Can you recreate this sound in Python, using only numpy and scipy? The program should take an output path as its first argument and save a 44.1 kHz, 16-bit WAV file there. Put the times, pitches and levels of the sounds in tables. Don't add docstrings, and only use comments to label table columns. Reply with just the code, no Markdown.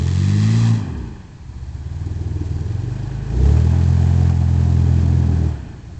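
import sys
import numpy as np
from scipy import signal
from scipy.fft import rfft, irfft, next_fast_len
from scipy.io import wavfile
from scipy.ndimage import uniform_filter1d, map_coordinates

SR = 44100
rng = np.random.default_rng(int(sys.argv[2]) if len(sys.argv) > 2 else 0)


def materialize(psi):
    bounded = np.clip(np.atleast_2d(psi).T, -1, 1)
    quanta = np.round(bounded * 32767).astype(np.int16)
    wavfile.write(sys.argv[1], SR, quanta)


N = 264159
T = np.arange(N) / SR
COARSE_T = np.linspace(0, T[-1], N // 32)

# t/s, f/Hz
SPEED = [(0, 41.8), (0.58, 57.18), (0.76, 56.09), (1.02, 30.42), (1.26, 18.49), (1.5, 14.06), (2.02, 20.48),
         (2.58, 19.91), (2.96, 25.63), (3.3, 26.56), (3.56, 39.49), (3.76, 42.61), (4.2, 43.32),
         (4.45, 42.27), (5.22, 42.11), (5.5, 39.88), (5.74, 24.08), (5.99, 17.64)]
# t/s, level/dB
LOAD = [(0, -17.5), (.28, -14.5), (.73, -13), (.85, -28), (1, -25.7), (1.33, -46), (1.55, -31.5),
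        (2.1, -23.5), (2.7, -22), (3.26, -25), (3.45, -10.5), (3.62, -13.5), (4.95, -13), (5.47, -16),
        (5.59, -30.5), (5.83, -39.5), (5.99, -31.5)]
# t/s, level/dB
FACING = [(0, -11), (.7, -2.5), (3.1, 0.5), (5.99, -2.5)]
# order, chug/dB, roar/dB, scream/dB
ORDERS = [(1, -32.5, -23.5, -25), (2, -1.5, 0.5, 2), (3, -19, -3, -0.5), (4, 1.5, -2.5, 4),
          (5, 2.5, -2.5, -6), (6, -15, -11.5, -9), (7, -1.5, -2, -4.5), (8, -5.5, -15, -14)]
# f/Hz, level/dB
SILENCER = [(20, -13.5), (40, -10.5), (60, 5.5), (80, 2), (102, -1.5), (125, 1.5), (150, -5.5),
            (178, -12.5), (218, -10), (260, -21), (305, -18), (420, -28), (560, -48)]
# burble/dB, rasp/dB, hiss/dB
CYLINDERS = [(-7.5, -3, 4), (-1, -3, 1.5), (-3, -1.5, 1.5), (-6, -4, 0), (-2, 1, 1), (-10, -2.5, 0.5)]
# t/s, level/dB
BURBLE_LEVEL = [(0, -31), (.17, -37.5), (.38, -33.5), (.7, -32.5), (1, -33), (1.2, -44.5), (1.5, -51),
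                (1.85, -45.5), (2.18, -34), (2.72, -33.5), (3.28, -34.5), (3.47, -26), (3.62, -31.5),
                (4.7, -32.5), (5, -28), (5.42, -26.5), (5.62, -37), (5.99, -47)]
# f/Hz, level/dB
BURBLE_SPECTRUM = [(20, -23), (45, -2.5), (80, -4.5), (130, 7), (190, -1), (250, -5), (330, -6.5),
                   (420, -7.5), (490, -17), (700, -45), (1500, -66)]
RASP_SPECTRUM = [(300, -42), (480, -5.5), (620, 3.5), (780, 4), (1000, -2.5), (1300, -8), (1650, -11),
                 (2100, -11.5), (2600, -14.5), (3500, -20.5), (8000, -48)]
HISS_SPECTRUM = [(300, -25), (800, -2.5), (1400, -1), (1900, 0.5), (2600, -6), (3300, -0.5), (4300, 2),
                 (5500, 0), (7400, 0.5), (8100, -7.5), (8800, -25.5)]
SPRAY_SPECTRUM = [(500, -31), (800, -7), (1150, 3), (1450, -2.5), (1950, 3.5), (2300, -1), (3300, -0.5),
                  (4200, 0.5), (5000, -1.5), (6000, -3), (7400, -2.5), (8100, -9.5), (8800, -28.5)]
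AIR_SPECTRUM = [(20, 5.5), (50, 10), (120, 14), (300, -3.5), (600, -22.5), (2000, -20.5), (8000, -49)]
# f/Hz, width/Hz, level/dB
PIPE_MODES = [(151, 20, -4.5), (218, 32, -10), (302.8, 17, 5.5), (343, 36, -2.5), (378.6, 35, -3.5),
              (418.5, 33, -6.5)]
BAY_MODES = [(1495, 200, -4), (1720, 160, -1.5), (1875, 160, -5), (2458, 190, -5.5), (3120, 440, -8.5)]
GROWL_MODES = [(330.5, 65, -0.5)]
# order, level/dB
DRONE_ORDERS = [(9, -0.5), (10, -1.5), (12, -13), (14, -15), (15, -13), (16, -11), (17, -10.5), (19, -13),
                (20, -11)]
# base level/dB, then dB added per dB of effort, speed and facing
RASP_RULE = (-39, 0.17, 1.24, 0.89)
DRONE_RULE = (-41.5, 0.36, 0.5, 0)
BAY_RULE = (-48, -0.04, 1.4, 1.6)
HISS_RULE = (-46.5, 0.62, 0.28, 1.08)
# start t/s, stop t/s, spray level/dB at the held revs
SPINS = [(0, 0.671, -41.5), (2.398, 5.458, -59)]
# t/s, share
BOUNCE = [(0, 0.21), (.9, 0.57), (2, 0.26), (3.5, 0.073), (5.99, 0.13)]
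# t/s, half length/s, f/Hz, width/Hz, level/dB
BARKS = [(0.334, 0.029, 1880, 250, -39.5), (0.485, 0.056, 1940, 308, -40.5), (3.487, 0.17, 424, 49.4, -33)]
# start t/s, coasting from t/s, f/Hz, level/dB
HUMS = [(0.724, 0.797, 256.5, -33.5), (4.505, 5.351, 275, -37)]
# t/s, length/s, start f/Hz, end f/Hz, level/dB
SQUEAKS = [(2.5, .035, 4950, 4650, -61), (2.54, 0.049, 5050, 4330, -57), (2.7, 0.046, 4550, 4350, -58),
           (3.015, .04, 5080, 4550, -54.5), (3.065, .025, 4780, 4500, -59)]
# t/s, level/dB
POPS = [(3.454, -27), (3.488, -25), (3.567, -24.5), (4.294, -26)]

HELD_HZ, HELD_DB = 42, -13
CHUG_HZ, ROAR_HZ, SCREAM_HZ = 24.6, 30.5, 45.4


def amp(db):
    return 10 ** (np.asarray(db) / 20)


def unit(x):
    return x / np.sqrt(np.mean(x ** 2) + 1e-20)


def curve(rows):
    return np.interp(T, *np.transpose(rows))


def wobble(rate):
    points = rng.standard_normal(int(N * rate / SR) + 4)
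    return np.interp(T, COARSE_T, map_coordinates(points, [COARSE_T * rate]))


def noise():
    return rng.standard_normal(N)


def filtered(x, response):
    size = next_fast_len(N + SR // 2)
    return irfft(rfft(x, size) * response(np.fft.rfftfreq(size, 1 / SR)), size)[:N]


def coloured(x, spectrum):
    f, db = np.transpose(spectrum)
    return unit(filtered(x, lambda hz: amp(np.interp(np.log(hz + 1), np.log(f), db))))


def resonances(modes, hz):
    return sum((-1) ** k * amp(db) * 1j * hz * width / (centre ** 2 - hz ** 2 + 1j * hz * width)
               for k, (centre, width, db) in enumerate(modes))


def ringing(x, modes):
    return unit(filtered(x, lambda hz: resonances(modes, hz) ** 2))


def follow(rule, state):
    return rule[0] + sum(slope * db for slope, db in zip(rule[1:], state))


def puffs(cycle, cylinder_db, depth_db, scatter_db, contrast=1):
    firing = cycle * len(cylinder_db)
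    index = np.arange(int(firing[-1]) + 2)
    size_db = np.resize(cylinder_db, len(index)) + scatter_db * rng.standard_normal(len(index))
    pulse_db = np.interp(firing, index, size_db) + depth_db * np.cos(2 * np.pi * firing)
    return noise() * amp(contrast * pulse_db)


def exhaust_boom(cycle, speed, load_db):
    fall_hz_per_s = uniform_filter1d(-np.gradient(speed) * SR, size=SR // 8)
    falling = np.clip(fall_hz_per_s / 45, 0, 1)
    chug = (1 - falling) * np.clip((ROAR_HZ - speed) / (ROAR_HZ - CHUG_HZ), 0, 1)
    scream = np.clip((speed - HELD_HZ) / (SCREAM_HZ - HELD_HZ), 0, 1)
    lag = 1.38 * np.clip((speed / speed.max() - .75) / 0.16, 0, 1)
    skew_rad, delay_s = 0.7, 0.0032
    hz, pass_db = np.transpose(SILENCER)
    tone, power = 0, 0
    for order, chug_db, roar_db, scream_db in ORDERS:
        firing_db = roar_db + chug * (chug_db - roar_db) + scream * (scream_db - roar_db)
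        gain = amp(firing_db + np.interp(order * speed, hz, pass_db))
        shift = chug * (skew_rad - 2 * np.pi * order * speed * delay_s) - lag * (order > 2)
        phase = 2 * np.pi * order * cycle + shift + 0.0078 * order * wobble(25)
        tone += gain * amp(0.061 * order * wobble(28)) * np.cos(phase)
        power += gain ** 2 / 2
    return amp(load_db) * tone / np.sqrt(power)


def exhaust_gas(cycle, speed, burble_db, rasp_db):
    burble_share, rasp_share, _ = np.transpose(CYLINDERS)
    burble = puffs(cycle, burble_share, depth_db=0.5, scatter_db=-0.5, contrast=0.34)
    rasp = puffs(cycle, rasp_share, depth_db=-2, scatter_db=-2, contrast=speed / speed.max())
    return (amp(burble_db) * coloured(burble, BURBLE_SPECTRUM),
            amp(rasp_db) * coloured(rasp, RASP_SPECTRUM))


def pipe_ring(cycle, speed, level_db, jitter_s=0.0005, scatter_db=3.4):
    times = np.interp(np.arange(1, int(cycle[-1])), cycle, T)
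    time_chance, size_chance = rng.standard_normal((len(times), 2)).T
    rate = np.interp(times, T, speed)
    times = times - .002 + jitter_s * time_chance * rate / speed.max()
    sizes = amp(scatter_db * size_chance) / np.sqrt(rate)
    kicks = np.bincount(np.clip(times * SR, 0, N - 1).astype(int), sizes, N)
    ring = filtered(kicks, lambda hz: resonances(PIPE_MODES, hz) / (1 + (hz / 450) ** 8))
    return amp(level_db) * unit(ring)


def drone(cycle, speed, level_db):
    tones = sum(amp(db + 2.7 * wobble(9.2)) * np.cos(2 * np.pi * order * cycle + 0.44 * wobble(9))
                for order, db in DRONE_ORDERS)
    nearness = np.exp(-((speed - HELD_HZ) / 6) ** 2)
    return amp(level_db) * nearness * tones


def engine_bay(cycle, level_db):
    clatter = puffs(cycle, np.transpose(CYLINDERS)[2], depth_db=1, scatter_db=2.5)
    return amp(level_db) * ringing(clatter, BAY_MODES)


def growl(speed, level_db, lag_s=0.031, climb_hz_per_s=50):
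    memory = np.exp(-1 / (lag_s * SR))
    climb = np.maximum(np.gradient(speed) * SR, 0)
    smooth_climb = signal.lfilter([1 - memory], [1, -memory], climb)
    return amp(level_db) * smooth_climb / climb_hz_per_s * ringing(noise(), GROWL_MODES)


def exhaust_hiss(cycle, level_db):
    gas = puffs(cycle, np.transpose(CYLINDERS)[2], depth_db=2, scatter_db=1.5)
    return amp(level_db) * coloured(gas, HISS_SPECTRUM)


def tyre_spray(cycle, speed_db, rise_db_per_s=42, fall_db_per_s=82, drops_per_s=900):
    spin = np.zeros(N)
    for start, stop, db in SPINS:
        before, after = np.maximum(start - T, 0), np.maximum(T - stop, 0)
        spin += amp(db - rise_db_per_s * before - fall_db_per_s * after)
    spatter = unit(noise() * (rng.random(N) < drops_per_s / SR))
    chop_db = np.clip(4.5 - 1.2 * speed_db, 1.2, 4.5) * np.cos(4 * np.pi * cycle - 2.5)
    flurries = amp(chop_db + 0.95 * wobble(180) + 0.43 * wobble(27))
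    splash = coloured(noise() + amp(-13) * spatter, SPRAY_SPECTRUM)
    return spin * amp(1.94 * speed_db) * flurries * splash


def ground_bounce(x, delay_s=0.001326, phase_rad=2.36, fade_hz=5330):
    def soil(hz):
        return np.exp(1j * (phase_rad - 2 * np.pi * hz * delay_s)) / (1 + (hz / fade_hz) ** 6)
    return x + curve(BOUNCE) * filtered(x, soil)


def field_air(whine_hz=4310):
    whine = amp(-67 + 1.7 * wobble(7)) * np.sin(2 * np.pi * whine_hz * T + .7 * wobble(30))
    rumble = amp(-38.5) * coloured(noise(), AIR_SPECTRUM)
    hiss = amp(-59.5) * coloured(noise(), HISS_SPECTRUM)
    return rumble + hiss + whine


def barks():
    out = np.zeros(N)
    for peak_s, half_length, centre_hz, width_hz, db in BARKS:
        swell = np.exp(-((T - peak_s) / half_length) ** 2)
        out += amp(db) * swell * ringing(noise(), [(centre_hz, width_hz, 0)])
    return out


def drive_line_hum(rise_db_per_s=58, sink_hz_per_s2=410, fade_db_per_s2=41):
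    out = np.zeros(N)
    for start, release, held_hz, db in HUMS:
        coast = np.maximum(T - release, 0) ** 2
        hz = np.maximum(held_hz - sink_hz_per_s2 * coast, 0)
        level_db = db - rise_db_per_s * np.maximum(start - T, 0) - fade_db_per_s2 * coast
        phase = 2 * np.pi * np.cumsum(hz) / SR
        out += amp(level_db + 0.53 * wobble(20)) * np.sin(phase + 0.093 * wobble(8.1))
    return out


def squeaks():
    out = np.zeros(N)
    for start, length, start_hz, end_hz, db in SQUEAKS:
        progress = np.clip((T - start) / length, 0, 1)
        hz = start_hz + progress * (end_hz - start_hz) + 70 * wobble(250)
        out += amp(db) * np.sin(np.pi * progress) * np.sin(2 * np.pi * np.cumsum(hz) / SR)
    return out


def pops(rise_s=0.0018, decay_s=0.076):
    bursts = sum(amp(db - 60 * np.maximum(T - start, 0) / decay_s) * np.clip((T - start) / rise_s, 0, 1)
                 for start, db in POPS)
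    knock = coloured(noise(), BURBLE_SPECTRUM)
    bite = .5 * coloured(noise(), RASP_SPECTRUM) + .1 * coloured(noise(), HISS_SPECTRUM)
    return bursts * (knock + bite)


def level_dip(start_s=4.31, depth_db=-2.5, recovery_s=.4):
    since = np.maximum(T - start_s, 0)
    return amp(depth_db * np.clip(since / .012, 0, 1) * np.exp(-since / recovery_s))


def scene():
    speed, load_db, burble_db = curve(SPEED), curve(LOAD), curve(BURBLE_LEVEL)
    cycle = .2 + np.cumsum(speed) / SR
    effort_db, speed_db = load_db - HELD_DB, 20 * np.log10(speed / HELD_HZ)
    state = effort_db, speed_db, curve(FACING)
    burble, rasp = exhaust_gas(cycle, speed, burble_db, follow(RASP_RULE, state))
    ring = pipe_ring(cycle, speed, level_db=burble_db - 7.5 - 0.21 * speed_db)
    bass = exhaust_boom(cycle, speed, load_db) + ring + burble
    middle = drone(cycle, speed, follow(DRONE_RULE, state))
    middle += engine_bay(cycle, follow(BAY_RULE, state))
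    middle += growl(speed, level_db=-35 + 0.6 * effort_db)
    hiss = exhaust_hiss(cycle, follow(HISS_RULE, state))
    treble = ground_bounce(rasp + hiss + tyre_spray(cycle, speed_db))
    mix = bass + middle + treble + barks() + drive_line_hum() + pops() + squeaks() + field_air()
    return level_dip() * mix[None]


def record(dry):
    top_hz = 8950
    return filtered(dry[0], lambda hz: hz < top_hz)[None]


dry = scene()
out = record(dry)
materialize(out)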